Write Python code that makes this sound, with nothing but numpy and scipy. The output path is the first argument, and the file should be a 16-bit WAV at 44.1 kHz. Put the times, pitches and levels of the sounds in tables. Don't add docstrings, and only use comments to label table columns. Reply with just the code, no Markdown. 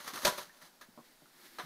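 import sys
import numpy as np
from scipy import signal
from scipy.fft import rfft, irfft
from scipy.io import wavfile

SR = 44100
rng = np.random.default_rng(int(sys.argv[2]) if len(sys.argv) > 2 else 0)


def generate_wav(sig):
    pcm = np.round(np.clip(np.atleast_2d(sig).T, -1, 1) * 32767).astype(np.int16)
    wavfile.write(sys.argv[1], SR, pcm)


N = 72765
T = np.arange(N) / SR

# (time [s], level [dB], treble [dB], t60 [s], ring [dB], excitation centre [Hz])
KNOCKS = [(0.2494, -35, 13, 0.059, -33, 603), (.2524, -25.5, -3, 0.22, -25.5, 555),
          (.269, -31, 3.5, 0.12, -25.5, 1030), (.278, -29.5, 4.5, 0.047, -37, 1130),
          (0.293, -36.5, 5, 0.055, -40.5, 990), (.323, -48, -16, 0.061, -41.5, 680),
          (0.382, -43.5, -13, 0.17, -43.5, 630), (.393, -50, -4, 0.12, -45.5, 850)]
# (frequency [Hz], gain [dB])
KNOCK_EQ = [(25, -47), (42, -37), (62, -42), (90, -30), (150, -18.5), (215, -8), (270, -20), (330, -6),
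            (460, -9.5), (580, 4), (730, -4), (1000, -10), (1400, -4.5), (1900, -8), (2700, -15),
            (3300, -10), (4000, -9), (4700, -13), (6300, -12.5), (7400, -18.5), (10000, -16.5),
            (11700, -22), (13300, -13.5), (15600, -42)]
# (frequency [Hz], gain [dB], t60 [s])
BOWL_MODES = [(338, -14, .12), (384, -16, .08), (552, -8, .08), (590, 0, .13), (627, -11, .12),
              (984, 0, .15), (1069, -13, .16), (1125, -12, .2), (1358, -15, .18), (3294, -6, .13),
              (3920, -4, .12), (3975, -4, .14), (4130, -5, .11), (5035, -10, .12)]
# (time [s], level [dB])
RUSTLE_ENV = [(0, -52.5), (.04, -51), (.075, -47), (.125, -52.5), (.16, -43.5), (.205, -47), (.245, -42.5),
              (.31, -44.5), (.365, -51), (.39, -45.5), (.425, -48), (.465, -59), (.51, -68), (.57, -63),
              (.6, -65), (.655, -55.5), (.72, -74)]
# (frequency [Hz], gain [dB])
RUSTLE_EQ = [(35, -48), (60, -23), (188, -27), (266, -8.5), (444, -14.5), (587, -4), (690, -10),
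             (1100, -4.5), (1970, -8.5), (2430, -15), (4240, -8.5), (5110, -13), (6440, -11.5), (7410, -20),
             (10500, -15), (13300, -17.5), (15600, -24)]
# (time [s], level [dB], treble [dB], t60 [s], rise [s])
CRACKLES = [(.002, -43, -25, 0.098, 0.00071), (0.061, -45, -19, 0.14, 0.0018),
            (0.076, -36, 0, 0.11, 0.00097), (0.102, -42, -13, 0.055, 0.00087),
            (0.135, -39.5, -1.5, 0.12, 0.0018), (.155, -40.5, -5, 0.15, 0.0029),
            (0.174, -36.5, -16, 0.064, 0.00106), (0.231, -42, 2.5, 0.041, 0.0018),
            (0.375, -36.5, 4.5, 0.072, 0.01), (0.614, -42.5, 1.5, 0.059, .014),
            (0.8102, -47.5, -3, 0.16, .003)]
# (frequency [Hz], gain [dB])
CRACKLE_EQ = [(40, -21), (100, -22), (250, -12), (600, -7), (850, -14), (1050, 0), (1500, -5.5), (1900, -4),
              (2600, -12.5), (3400, -10.5), (4300, -7.5), (5200, -13), (6300, -9.5), (7400, -22),
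              (10500, -13), (11600, -31), (13300, -10.5), (15600, -31)]
# (time [s], level [dB], treble [dB], t60 [s])
CLACKS = [(1.5854, -39, 1.5, 0.11), (1.5982, -39, -2.5, 0.13)]
# (frequency [Hz], gain [dB])
CLACK_EQ = [(47, -43), (80, -26), (336, -8.5), (727, -3.5), (867, -11.5), (968, -0.5), (1230, 0.5),
            (1380, -4.5), (1540, -1.5), (2500, -12.5), (4150, -8.5), (4530, -22), (6180, -15), (7210, -29),
            (8410, -22.5), (12800, -26), (15600, -44)]
# (frequency [Hz], level [dB], t60 [s])
CLACK_MODES = [(1020, -64, 0.086), (1114, -51, 0.12), (1222, -52, 0.15), (1540, -68, .12)]
# (time [s], level [dB], pitch [Hz], upper edge [Hz], t60 [s])
BUMPS = [(.131, -44.5, 305, 436, 0.13), (.229, -43, 247, 325, .12), (0.249, -36.5, 222.5, 343, .09),
         (.276, -36, 171, 406, 0.055), (0.387, -59, 214, 604, 0.091), (0.469, -65, 170, 250, 0.23),
         (.62, -58, 178, 280, 0.14), (0.885, -55, 218, 304, 0.1), (.975, -45, 252, 704, 0.062),
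         (0.988, -48.5, 240, 690, 0.11), (1.219, -57, 286, 710, .13), (1.452, -64.5, 328, 440, .1),
         (1.633, -47.5, 181, 263, 0.38)]
# (time [s], level [dB], pitch [Hz])
TAPS = [(0.061, -55, 1270), (.495, -55, 1770), (.622, -64, 1180), (0.625, -53, 1790), (.816, -53.5, 1680),
        (0.977, -52, 1070), (.989, -55.5, 1024), (1.258, -63.5, 1300)]
# (time [s], level [dB])
SLIDE_ENV = [(1.0, -73), (1.06, -64.5), (1.17, -72.5), (1.32, -68), (1.4, -61), (1.465, -55.5),
             (1.5, -61.5), (1.55, -59), (1.58, -59.5), (1.65, -55.5)]
# (frequency [Hz], gain [dB])
SLIDE_EQ = [(88, -54), (150, -16), (360, -0.5), (412, -23), (632, -12), (710, -17), (813, -14.5),
            (1990, -7), (2610, -17), (3930, -10.5), (7450, -20.5), (12600, -16.5), (15600, -22)]
# (delay [ms], gain [linear])
REFLECTIONS = [(2.3, 0.053), (5.1, 0.068), (8.2, 0.12), (12.7, 0.079), (17.3, 0.047)]
# (frequency [Hz], gain [dB])
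HISS_EQ = [(25, -4), (41, -31), (61, -32), (110, -14), (220, -4.5), (434, -10), (570, -8), (900, -8.5),
           (1080, -11.5), (1310, -12.5), (1450, -8.5), (1960, -13), (2570, -16.5), (4500, -13),
           (7000, -18), (15600, -18.5)]


def cup_on_bowl(spread_oct=0.43, min_coupling=0.14):
    out = colour(sum(contact(*row[:4], direct=0.37) for row in KNOCKS), KNOCK_EQ)
    times_s, _, _, _, ring_db, centre_hz = np.transpose(KNOCKS)
    for hz, db, t60_s in BOWL_MODES:
        offset_oct = np.log2(hz / centre_hz)
        coupling = np.maximum(min_coupling, np.exp(-(offset_oct / spread_oct) ** 2))
        strikes = np.zeros(N)
        strikes[(times_s * SR).astype(int)] = coupling * from_db(ring_db + db)
        radius = np.exp(-np.log(1000) / (t60_s * SR))
        step_rad = 2 * np.pi * hz / SR
        feedback = [1, -2 * radius * np.cos(step_rad), radius ** 2]
        out += signal.lfilter([0, np.sin(step_rad)], feedback, strikes + 1e-18)
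    return out + snap()


def snap(hz=3943, width_hz=1308):
    blow = contact(start_s=0.2526, db=-20.5, treble_db=0, t60_s=0.0445, direct=0.22)
    return resonate(blow, hz, width_hz) * np.sqrt(SR / np.pi / width_hz)


def bag(crinkle_db=1, crinkle_hz=127, flex_db=-22.5, flex_hz=164, flex_width_hz=130):
    crinkle = from_db(crinkle_db * unit_rms(lowpass(noise(), crinkle_hz)))
    paper = unit_rms(grains(per_s=6000, spread_db=1.5) * crinkle)
    rustle = colour(paper * envelope(RUSTLE_ENV), RUSTLE_EQ)
    walls = resonate(resonate(noise(), flex_hz, flex_width_hz), flex_hz, flex_width_hz)
    flex = from_db(flex_db) * unit_rms(walls) * envelope(RUSTLE_ENV)
    crackles = colour(sum(contact(*row, direct=0.093) for row in CRACKLES), CRACKLE_EQ)
    return rustle + flex + crackles


def put_down():
    clacks = colour(sum(contact(*row, direct=0.14) for row in CLACKS), CLACK_EQ)
    hollow = sum(from_db(db) * ring(start_s, hz, t60_s)
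                 for start_s, *_ in CLACKS for hz, db, t60_s in CLACK_MODES)
    return clacks + hollow


def bumps(ring_db=-2, highpass_hz=140):
    out = np.zeros(N)
    for start_s, db, hz, edge_hz, t60_s in BUMPS:
        push = noise() * decay(start_s, t60_s)
        thud = lowpass(push, edge_hz, order=5) * np.sqrt(SR / 4 / edge_hz)
        mode = lowpass(ring(start_s, hz, t60_s), 2 * edge_hz, order=4)
        out += from_db(db) * (thud + from_db(ring_db) * mode)
    return signal.sosfilt(signal.butter(3, highpass_hz, "high", fs=SR, output="sos"), out)


def taps(t60_s=0.093, width_hz=147):
    out = np.zeros(N)
    for start_s, db, hz in TAPS:
        band = resonate(resonate(noise(), hz, width_hz), hz, 2 * width_hz)
        out += from_db(db) * unit_rms(band) * decay(start_s, t60_s)
    return out


def slide():
    return colour(grains(per_s=19000, spread_db=2.5) * envelope(SLIDE_ENV), SLIDE_EQ)


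def kitchen(x, t60_s=0.38, tail_db=-21.5, wall_hz=6460):
    early = sum(gain * np.pad(x, (int(ms * SR / 1000), 0))[:N] for ms, gain in REFLECTIONS)
    tail = lowpass(noise(), wall_hz, order=1) * decay(0.0068, t60_s)
    tail /= np.sqrt(np.sum(tail ** 2))
    return early + from_db(tail_db) * signal.fftconvolve(x, tail)[:N]


def room_hiss(db=-64.5):
    return from_db(db) * colour(noise(), HISS_EQ)


def contact(start_s, db, treble_db, t60_s, rise_s=0, direct=0, shelf_hz=2120):
    attack = np.clip((T - start_s) / max(rise_s, 1 / SR), 0, 1)
    hit = grains(per_s=16000, spread_db=3) * decay(start_s, t60_s) * attack
    hit[int((start_s + rise_s) * SR)] += direct * np.sqrt(np.sum(hit ** 2))
    low = lowpass(hit, shelf_hz, order=1)
    return from_db(db) * (low + from_db(treble_db) * (hit - low))


def grains(per_s, spread_db):
    sizes = from_db(spread_db * np.minimum(rng.exponential(1, N), 4))
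    signs = rng.choice([-1, 1], N)
    return unit_rms(sizes * signs * (rng.random(N) < per_s / SR))


def ring(start_s, hz, t60_s):
    return decay(start_s, t60_s) * np.sin(2 * np.pi * hz * (T - start_s))


def decay(start_s, t60_s):
    return (T >= start_s) * from_db(-60 * np.maximum(T - start_s, 0) / t60_s)


def envelope(rows):
    times_s, db = np.transpose(rows)
    start_s, end_s = times_s[0], times_s[-1]
    gate = np.interp(T, [start_s - .06, start_s - .03, end_s + .03, end_s + .06], [0, 1, 1, 0])
    return from_db(np.interp(T, times_s, db)) * gate


def colour(x, eq):
    size = 2 ** 17
    hz, db = np.transpose(eq)
    bins_hz = np.arange(size // 2 + 1) * SR / size
    gain = unit_rms(from_db(np.interp(np.log(bins_hz + 1), np.log(hz), db)))
    cepstrum = irfft(np.log(gain))
    cepstrum[1:size // 2] *= 2
    cepstrum[size // 2 + 1:] = 0
    return irfft(rfft(x, size) * np.exp(rfft(cepstrum)))[:N]


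def resonate(x, hz, width_hz):
    radius = np.exp(-np.pi * width_hz / SR)
    feedback = [1, -2 * radius * np.cos(2 * np.pi * hz / SR), radius ** 2]
    return signal.lfilter(np.array([1, 0, -1]) * (1 - radius ** 2) / 2, feedback, x)


def lowpass(x, hz, order=2):
    return signal.sosfilt(signal.butter(order, hz, fs=SR, output="sos"), x)


def noise():
    return rng.standard_normal(N)


def unit_rms(x):
    return x / np.sqrt(np.mean(x ** 2) + 1e-20)


def from_db(db):
    return 10 ** (np.asarray(db) / 20)


def scene():
    near = slide() + bag() + cup_on_bowl() + put_down() + bumps() + taps()
    return (near + kitchen(near) + room_hiss())[None]


def record(dry):
    cutoff_hz = 15600
    return signal.sosfilt(signal.ellip(12, .2, 80, cutoff_hz, fs=SR, output="sos"), dry)


dry = scene()
out = record(dry)
generate_wav(out)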